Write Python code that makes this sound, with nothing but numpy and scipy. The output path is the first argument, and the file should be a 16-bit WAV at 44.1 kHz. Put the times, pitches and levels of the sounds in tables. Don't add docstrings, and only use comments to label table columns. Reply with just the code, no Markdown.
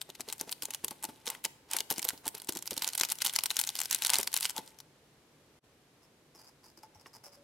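import sys
import numpy as np
from scipy import signal
from scipy.fft import rfft, irfft, next_fast_len
from scipy.io import wavfile

SR = 44100
rng = np.random.default_rng(int(sys.argv[2]) if len(sys.argv) > 2 else 0)


def to_wav(sig):
    pcm = np.clip(np.atleast_2d(sig), -1, 1) * 32767
    pcm = np.round(pcm).astype(np.int16)
    wavfile.write(sys.argv[1], SR, pcm.T)


N = 327663
TIME = np.arange(N) / SR


def undb(db):
    return 10 ** (np.asarray(db) / 20)


def unit(x):
    return x / np.sqrt(np.mean(x ** 2))


def fade(t, t60):
    return np.exp(-np.log(1000) * t / t60)


def add(out, s, x):
    i = int(np.clip(round(s * SR), 0, N - 1))
    out[..., i:i + x.shape[-1]] += x[..., :N - i]


def colour(x, points):
    hz, db = np.transpose(points)
    size = next_fast_len(x.shape[-1] + 4096, True) // 2 * 2
    freq = np.maximum(np.arange(size // 2 + 1) * SR / size, 1)
    level_db = np.interp(np.log(freq), np.log(hz), db)
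    cepstrum = irfft(np.log(undb(level_db)))
    cepstrum[1:size // 2] *= 2
    cepstrum[size // 2 + 1:] = 0
    response = np.exp(rfft(cepstrum))
    return irfft(rfft(x, size) * response)[..., :x.shape[-1]]


def band(x, hz, width):
    hz, width = min(hz, .45 * SR), min(width, .3 * SR)
    b, a = signal.iirpeak(hz, hz / width, fs=SR)
    return signal.lfilter(b, a, x)


def body(x, modes):
    return sum(undb(db) * band(x, hz, width) for hz, width, db in modes)


def stereo(mid, side, width, corner_hz):
    b, a = signal.butter(1, min(corner_hz, SR / 3), "high", fs=SR)
    side = signal.lfilter(b, a, side)
    return mid + width * np.array([[1], [-1]]) * side


def grains(rate, spread_db):
    hit = rng.random(N) < rate / SR
    draw = rng.uniform(-1, 1, N)
    size = undb(abs(spread_db) * np.minimum(-np.log(abs(draw[hit])), 3))
    out = np.zeros(N)
    out[hit] = unit(size) * np.sign(draw[hit])
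    return out * np.sqrt(SR / rate)


def knock(hz, t60, rough):
    t = np.arange(SR // 2) / SR
    noise = rng.standard_normal(len(t))
    rattle = unit(band(band(noise, hz, hz), hz, 2 * hz))
    soft_start = 1 - fade(t, 0.0013)
    return (np.sin(2 * np.pi * hz * t) + rough * rattle) * fade(t, t60) * soft_start


# (frequency [Hz], level [dB])
ROOM_NOISE = [(20, -17), (45, -9), (76, -8.5), (145, -2), (190, -8.5), (250, -5.5), (480, -8), (750, -14.5),
              (1300, -18), (4000, -23.5), (13000, -31.5), (16000, -45)]


def air(noise_db=-54.5, hum_hz=143, hum_db=-76, apart_db=-18):
    mid, side, left, right = colour(rng.standard_normal((4, N)), ROOM_NOISE)
    noise = stereo(mid, side, width=1.0, corner_hz=1700) + undb(apart_db) * np.array([left, right])
    hum = unit(band(band(rng.standard_normal(N), hum_hz, 10), hum_hz, 10))
    return undb(noise_db) * unit(noise) + undb(hum_db) * hum


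# (time [s], length [s], crackle level [dB], flask ring level [dB])
LARGE_SPURTS = [(0.314, 0.073, -45.5, -46), (0.736, 0.047, -43.5, -49), (1.043, 0.019, -34, -27.5),
                (1.317, 0.087, -40.5, -36), (1.451, 0.013, -24.5, -32), (1.744, 0.054, -30.5, -30.5),
                (1.91, 0.015, -28, -28), (1.97, 0.032, -41, -61), (2.071, 0.046, -39, -40),
                (2.265, 0.03, -35.5, -29.5), (2.372, 0.033, -42, -50), (2.493, 0.012, -32.5, -36),
                (2.85, 0.076, -34.5, -36), (3.025, 0.07, -37.5, -49.5), (3.115, 0.021, -28.5, -43),
                (3.217, 0.012, -25, -49), (3.26, 0.029, -24.5, -49), (3.353, 0.03, -31, -56),
                (3.511, 0.025, -37.5, -52.5), (3.582, 0.094, -36.5, -60), (3.803, 0.11, -39.5, -53.5),
                (3.933, 0.06, -30, -58.5), (4.046, 0.075, -30.5, -40), (4.144, 0.067, -25, -26.5),
                (4.199, 0.03, -27.5, -33.5), (4.365, 0.05, -35, -46), (4.45, 0.057, -30.5, -51),
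                (4.575, 0.029, -36, -28)]


def spurts(lag_s=0.00402, length_s=0.01986, spill_db=-5, spill_ring_db=-5.0):
    small = [(s + lag_s, length_s, db + spill_db, db + spill_ring_db) for s, db, _ in RIM_BUMPS]
    return list(LARGE_SPURTS) + small


def swell(t, length):
    return np.exp(-np.minimum(abs(1.8 * t / length), 20) ** 1.5)


# (time [s], level [dB])
TRICKLE_LEVEL = [(0, -62), (1.15, -56.5), (1.6, -83.5), (2.45, -65), (2.8, -47.5), (3.15, -57),
                 (3.6, -47.5), (4.3, -57.5), (4.7, -55), (4.85, -77.5)]
# (frequency [Hz], level [dB])
CRACKLE_TONE = [(60, -23.5), (250, 0), (700, -20.5), (1200, -7.5), (1800, -4), (2700, -0.5), (4200, 0),
                (6500, -2.5), (10000, -1), (13000, -6.5), (16000, -19)]
# (frequency [Hz], width [Hz], relative level [dB])
FLASK_AIR = [(890.5, 168, 8), (1510, 174, 6), (2035, 270, 5), (2487, 200, -6), (2965, 340, 0.5),
             (3950, 510, -10.5), (4830, 85, -26)]


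def powder(crackle_db=-3.5, ring_db=-6, bed_db=-13, full_rate=2200, own_db=1):
    flow = undb(np.interp(TIME, *np.transpose(TRICKLE_LEVEL))) ** 2
    stir = np.zeros(N)
    for s, length, db, flask_db in spurts():
        span = slice(max(int((s - .25) * SR), 0), int((s + .25) * SR))
        shake = swell(TIME[span] - s, length) ** 2
        flow[span] += shake * undb(db + crackle_db) ** 2
        stir[span] += shake * undb(flask_db + ring_db) ** 2
    rate = full_rate * np.clip(flow / undb(-36.5) ** 2, 1e-4, 1) ** .33
    layers = []
    for _ in range(2):
        ticks = np.zeros(N)
        for hz in np.geomspace(1600, 13000, num=6):
            ticks += unit(band(grains(rate / 3, spread_db=4), hz, hz / 4)) * np.sqrt(hz)
        clicks = grains(rate, spread_db=0.5)
        hiss = undb(bed_db) * rng.standard_normal(N)
        layers.append(clicks + undb(own_db) * unit(ticks) + hiss)
    crackle = colour(stereo(*layers, width=0.23, corner_hz=4500), CRACKLE_TONE)
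    crackle = unit(crackle) * np.sqrt(flow)
    hz, width, _ = FLASK_AIR[0]
    patter = grains(rate=2500, spread_db=6.5)
    neck = band(patter * np.sqrt(stir), hz, width) / np.std(band(patter, hz, width))
    return crackle, neck


# (frequency [Hz], level [dB])
ECHO_TONE = [(100, -1.5), (300, 5), (800, 2.5), (3000, -5.5), (7000, -8), (16000, -5.5)]


def room(x, wet_db=-18.5, t60=0.47):
    t = np.arange(int(.6 * SR)) / SR
    tail = stereo(*colour(rng.standard_normal((2, len(t))), ECHO_TONE), width=1, corner_hz=454)
    tail *= fade(t, t60) * (1 - fade(t, 0.063))
    tail *= undb(wet_db) / np.sqrt(np.sum(tail ** 2) / 2)
    return signal.fftconvolve(x, tail, axes=1)[:, :N]


# (time [s], level before the crack's trim [dB], pitch of the facet [Hz])
CLEAR_SNAPS = [(0.0155, -27.5, 4000), (0.1011, -37.5, 3650), (0.1528, -39, 3630), (0.207, -26, 8260),
               (0.2875, -30, 4000), (0.3005, -32, 4100), (0.3262, -24, 8700), (0.399, -34, 5260),
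               (0.4119, -23, 6600), (0.494, -32.5, 2130), (0.5179, -26, 10000), (0.5263, -23.5, 4840),
               (0.623, -24, 5240), (0.6332, -29.5, 8550), (0.6545, -24.5, 6950), (0.707, -28.5, 6540),
               (0.747, -23.5, 5950), (0.8459, -19, 10600), (0.8822, -27, 6800), (0.9092, -30, 8240),
               (1.027, -35, 10600), (1.0416, -24, 11100), (1.2674, -28, 4000), (1.2747, -27.5, 1860),
               (1.2789, -25, 5830), (1.3014, -24, 8400), (1.35, -39.5, 2100), (1.4414, -30, 10300),
               (1.4514, -20, 6400), (1.7133, -27, 8200), (1.734, -20.5, 8260), (1.7668, -17.5, 10100),
               (1.787, -23, 3900), (1.8057, -19.5, 3240), (1.903, -21, 11900), (1.9108, -18, 13000),
               (1.9252, -24.5, 11900), (1.9815, -25.5, 7100), (1.994, -24.5, 7100), (2.0284, -23, 4500),
               (2.0505, -18.5, 11700), (2.0887, -13.5, 8800), (2.105, -30, 1400), (2.177, -45, 4970),
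               (2.2794, -18.5, 9400), (2.35, -30, 10800), (2.446, -42.5, 7060), (2.4915, -21, 9700),
               (2.5232, -30, 6250), (2.5714, -25.5, 7550), (2.625, -30, 6860), (2.6756, -25, 5200),
               (2.7087, -23.5, 9900), (2.7785, -21.5, 4160), (2.8221, -19.5, 4900), (2.8452, -20, 4500),
               (2.8766, -19.5, 6800), (2.889, -24.5, 6400), (2.9337, -28.5, 4500), (2.9518, -22, 11900),
               (2.9779, -20, 9000), (2.9988, -18, 7500), (3.0113, -13.5, 3900), (3.0347, -15.5, 2600),
               (3.05, -22, 5000), (3.101, -25, 10100), (3.12, -15.5, 11300), (3.22, -16, 4500),
               (3.264, -17.5, 3350), (3.27, -18.5, 7560), (3.2963, -26, 3400), (3.337, -25.5, 10600),
               (3.362, -12.5, 6560), (3.3884, -16.5, 2680), (3.437, -16.5, 9700), (3.4586, -17.5, 4950),
               (3.505, -20.5, 3950), (3.5124, -24, 2880), (3.568, -18, 7250), (3.5914, -15, 8900),
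               (3.5991, -16.5, 9200), (3.6139, -17.5, 12000), (3.6386, -22, 3900), (3.674, -22, 6840),
               (3.691, -21, 3750), (3.7541, -24, 5000), (3.7903, -22, 5400), (3.8031, -21, 8700),
               (3.8347, -29, 8900), (3.857, -24.5, 5700), (3.9112, -16, 6660), (3.9278, -18, 7630),
               (3.9476, -13, 9400), (4.0218, -19, 3840), (4.0492, -16, 4030), (4.0688, -15.5, 9050),
               (4.102, -12, 9100), (4.135, -12, 6900), (4.1423, -15.5, 3970), (4.1562, -16.5, 4430),
               (4.186, -15, 8650), (4.2307, -22, 6150), (4.2751, -18.5, 4750), (4.341, -14.5, 10000),
               (4.3654, -16.5, 7000), (4.374, -18.5, 8700), (4.4084, -21.5, 10600), (4.4291, -21.5, 4840),
               (4.4542, -16, 3020), (4.4962, -23, 5700), (4.5804, -25, 3930), (4.6767, -43.5, 4900),
               (4.803, -39, 5800)]


def creases(count=2, lag_s=.001, spread_s=.0055, neighbour_db=-12.5, uneven_db=3.5, spurt_db=0,
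            squeeze_db=-38, squeeze_s=(2.4, 4.51), small_hz=6800, octaves=.6, size=60):
    def pitch(chance):
        return np.clip(small_hz * 2 ** (octaves * chance), 1400, 13000)

    rows = list(CLEAR_SNAPS)
    for (s, db, _), draws in zip(CLEAR_SNAPS, rng.standard_normal((len(CLEAR_SNAPS), count, 3))):
        for a, b, c in draws:
            near_s = max(s + lag_s + spread_s * a, spread_s)
            rows.append((near_s, db + neighbour_db + uneven_db * b, pitch(c)))
    for (s, length, db, _), draws in zip(LARGE_SPURTS, rng.standard_normal((len(LARGE_SPURTS), count, 3))):
        for a, b, c in draws:
            rows.append((s + length / 2 * np.tanh(a), db + spurt_db + uneven_db * b, pitch(c)))
    for k, (a, b, c) in enumerate(rng.standard_normal((size, 3))):
        s = np.interp(k + a / 2, (0, size), squeeze_s)
        rows.append((s, squeeze_db + uneven_db * b, pitch(c)))
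    return rows


# (frequency [Hz], level [dB])
SHEET_TONE = [(150, -14.5), (500, -8.5), (1100, -1.5), (1800, -8.5), (2800, -3.5), (4200, -1.5),
              (6500, -4.5), (10000, -2.5), (13000, -2), (16000, -15.5)]
SNAP_DB, FLUTTER_DB, DRYNESS = -22, -2, 0.27
FILM_PAN_DB = 1.1


def snaps(damping=0.82, film_hz=11000, flutter_t60=0.025, facet_db=0, facet_width=0.16, snap_db=3.0,
          creak_db=-4, scatter_db=6.0):
    out, t = np.zeros((2, N)), np.arange(2048) / SR
    sheet = colour(rng.standard_normal((2, N // 4)), SHEET_TONE)
    sheet = unit(stereo(*sheet, width=0.54, corner_hz=5600))
    pulse = colour(1. * (t == 0), [(200, -2.5), (1500, -0.5), (14000, -2), (16500, -3.5), (18000, -12.0)])
    rows = creases()
    for (s, db, hz), (start, sign, pan, shape) in zip(rows, rng.random((len(rows), 4))):
        i = int(start * (N // 4 - len(t)))
        flutter = sheet[:, i:i + len(t)]
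        facet = unit(band(flutter, hz, facet_width * hz))
        overtone = unit(band(flutter, min(hz * (1.3 + shape), 15000), facet_width * hz))
        crack_hz = np.sqrt(hz * film_hz)
        rattle = unit(band(flutter, crack_hz, crack_hz) + .4 * facet) * fade(t, .0035)
        click = np.sign(sign - .5) * unit(band(pulse, crack_hz, damping * crack_hz))
        crack = unit(click + unit(rattle))
        crack = undb(snap_db) * crack * np.sqrt(SR / 1000 / len(t))
        flutter = unit(flutter + undb(facet_db) * (facet + .5 * overtone))
        flutter = undb(FLUTTER_DB - DRYNESS * (db - SNAP_DB)) * flutter
        pan_db = FILM_PAN_DB + scatter_db * (2 * pan - 1)
        gain = undb(db + np.array([[.5], [-.5]]) * pan_db)
        add(out, s, gain * (crack + flutter * fade(t, flutter_t60)))
        lead = min(len(t), int(s * SR))
        creak = (flutter * fade(t[::-1], 0.0096))[:, -lead:]
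        add(out, s - lead / SR, gain * undb(creak_db) * creak)
    return out


# (time [s], level before trims [dB], pitch [Hz])
RIM_BUMPS = [(0.093, -41, 400), (0.199, -39, 355), (0.281, -39, 410), (0.411, -36, 374), (0.431, -44, 380),
             (0.477, -41.5, 390), (0.631, -41, 306), (0.686, -45, 424), (0.842, -33.5, 397),
             (0.914, -37, 552), (1.048, -39, 316), (1.091, -38, 302), (1.276, -37.5, 472),
             (1.454, -36, 437), (1.749, -36.5, 510), (1.805, -40, 426), (1.913, -31, 428),
             (1.983, -38.5, 335), (2.053, -38.5, 496), (2.134, -39.5, 280), (2.268, -36, 300),
             (2.346, -41.5, 420), (2.493, -31, 325), (2.56, -34, 368), (2.719, -32.5, 316),
             (2.772, -39, 288), (3.011, -35, 363), (4.193, -30, 395), (4.589, -34, 295)]


def bumps(bump_db=4.0, t60=0.055, thud_db=-11, thud_hz=240, rustle_db=-1, rustle_t60=0.035):
    out, t = np.zeros(N), np.arange(SR // 2) / SR
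    for s, db, hz in RIM_BUMPS:
        tap = knock(hz, t60, rough=1.0)
        thud = undb(thud_db) * knock(thud_hz, t60, rough=1)
        rustle = unit(colour(rng.standard_normal(len(t)), SHEET_TONE)) * fade(t, rustle_t60)
        add(out, s - .002, undb(db + bump_db) * (tap + thud) + undb(db + rustle_db) * rustle)
    return out


def puffs(puff_db=2, t60=0.057):
    out, t = np.zeros(N), np.arange(SR // 8) / SR
    neck_hz = FLASK_AIR[0][0]
    note = np.sin(2 * np.pi * neck_hz * t) * fade(t, t60) * (1 - fade(t, 0.0046))
    for s, length, _, flask_db in spurts():
        add(out, s - length / 6, undb(flask_db + puff_db) * note)
    return out


# (time [s], length [s], level before trim [dB], pitch of the rasp [Hz])
CAMERA_SCRAPES = [(6.018, 0.025, -60.5, 5170), (6.346, 0.017, -52.5, 5270), (6.372, 0.073, -53, 4870),
                  (6.468, 0.0086, -48, 5000), (6.63, 0.065, -54.5, 4970), (6.771, 0.0062, -50, 5000),
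                  (6.828, 0.0053, -50, 5070), (6.947, 0.0061, -53.5, 5600), (6.993, .015, -54.5, 5060),
                  (7.052, 0.027, -54, 5200), (7.13, 0.033, -49.5, 5080), (7.235, 0.032, -44.5, 5260),
                  (7.318, 0.033, -51, 5070)]
# (frequency [Hz], width [Hz], relative level [dB])
CASING_RINGS = [(887, 330, 3.5), (1720, 2000, -11.5), (5700, 1900, -5), (7800, 1100, -14), (9930, 590, -6),
                (11400, 550, -12)]
# (time [s], level [dB], pitch [Hz], time to fade by 60 dB [s])
CAMERA_KNOCKS = [(6.35, -43, 345, 0.072), (6.779, -45, 332, 0.094), (6.834, -34, 874, 0.085),
                 (6.955, -42.5, 850, 0.082), (7.061, -36, 1090, 0.035), (7.059, -37.5, 1900, 0.021),
                 (7.061, -36, 420, 0.018), (6.96, -46, 93, .2), (7.264, -47, 570, 0.28),
                 (7.37, -48, 570, 0.48)]


def handling(scrape_db=4.5, release_t60=0.11, casing_db=3, rasp_width_hz=330):
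    out, t = np.zeros((2, N)), np.arange(SR // 4) / SR
    slips = stereo(*(grains(rate=700, spread_db=4) for _ in range(2)), width=.6, corner_hz=2500)
    for s, length, db, hz in CAMERA_SCRAPES:
        i = int(np.clip(s * SR, 0, N - 1))
        slip = np.roll(slips, -i, axis=1)[:, :len(t)]
        rasp = unit(band(band(slip, hz, rasp_width_hz), hz, 1350))
        scrape = unit(rasp + undb(casing_db) * unit(body(slip, CASING_RINGS)))
        grip = (1 - fade(t, length / 2)) * fade(np.maximum(t - length, 0), release_t60)
        add(out, s, undb(db + scrape_db) * scrape * grip)
    for s, db, hz, t60 in CAMERA_KNOCKS:
        add(out, s, undb(db) * knock(hz, t60, rough=min(.022 / t60, 1)))
    return out


def scene(flask_db=-4):
    crackle, neck = powder()
    film_and_powder = snaps() + crackle
    flask = undb(flask_db) * body(film_and_powder.mean(axis=0), FLASK_AIR)
    near = film_and_powder + flask + neck + puffs() + bumps() + handling()
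    return near + room(near) + air()


# (time [s], level [dB])
LEVEL_DIP = [(5.588, -9), (5.601, -39), (5.628, -23), (5.642, -10)]
TOP_HZ = 16100


def record(dry):
    no_rumble = signal.sosfilt(signal.butter(2, 50, "high", fs=SR, output="sos"), dry)
    dip = undb(np.interp(TIME, *np.transpose(LEVEL_DIP)))
    top_cut = signal.ellip(8, .2, 70, TOP_HZ, fs=SR, output="sos")
    return signal.sosfilt(top_cut, no_rumble * dip)


dry = scene()
out = record(dry)
to_wav(out)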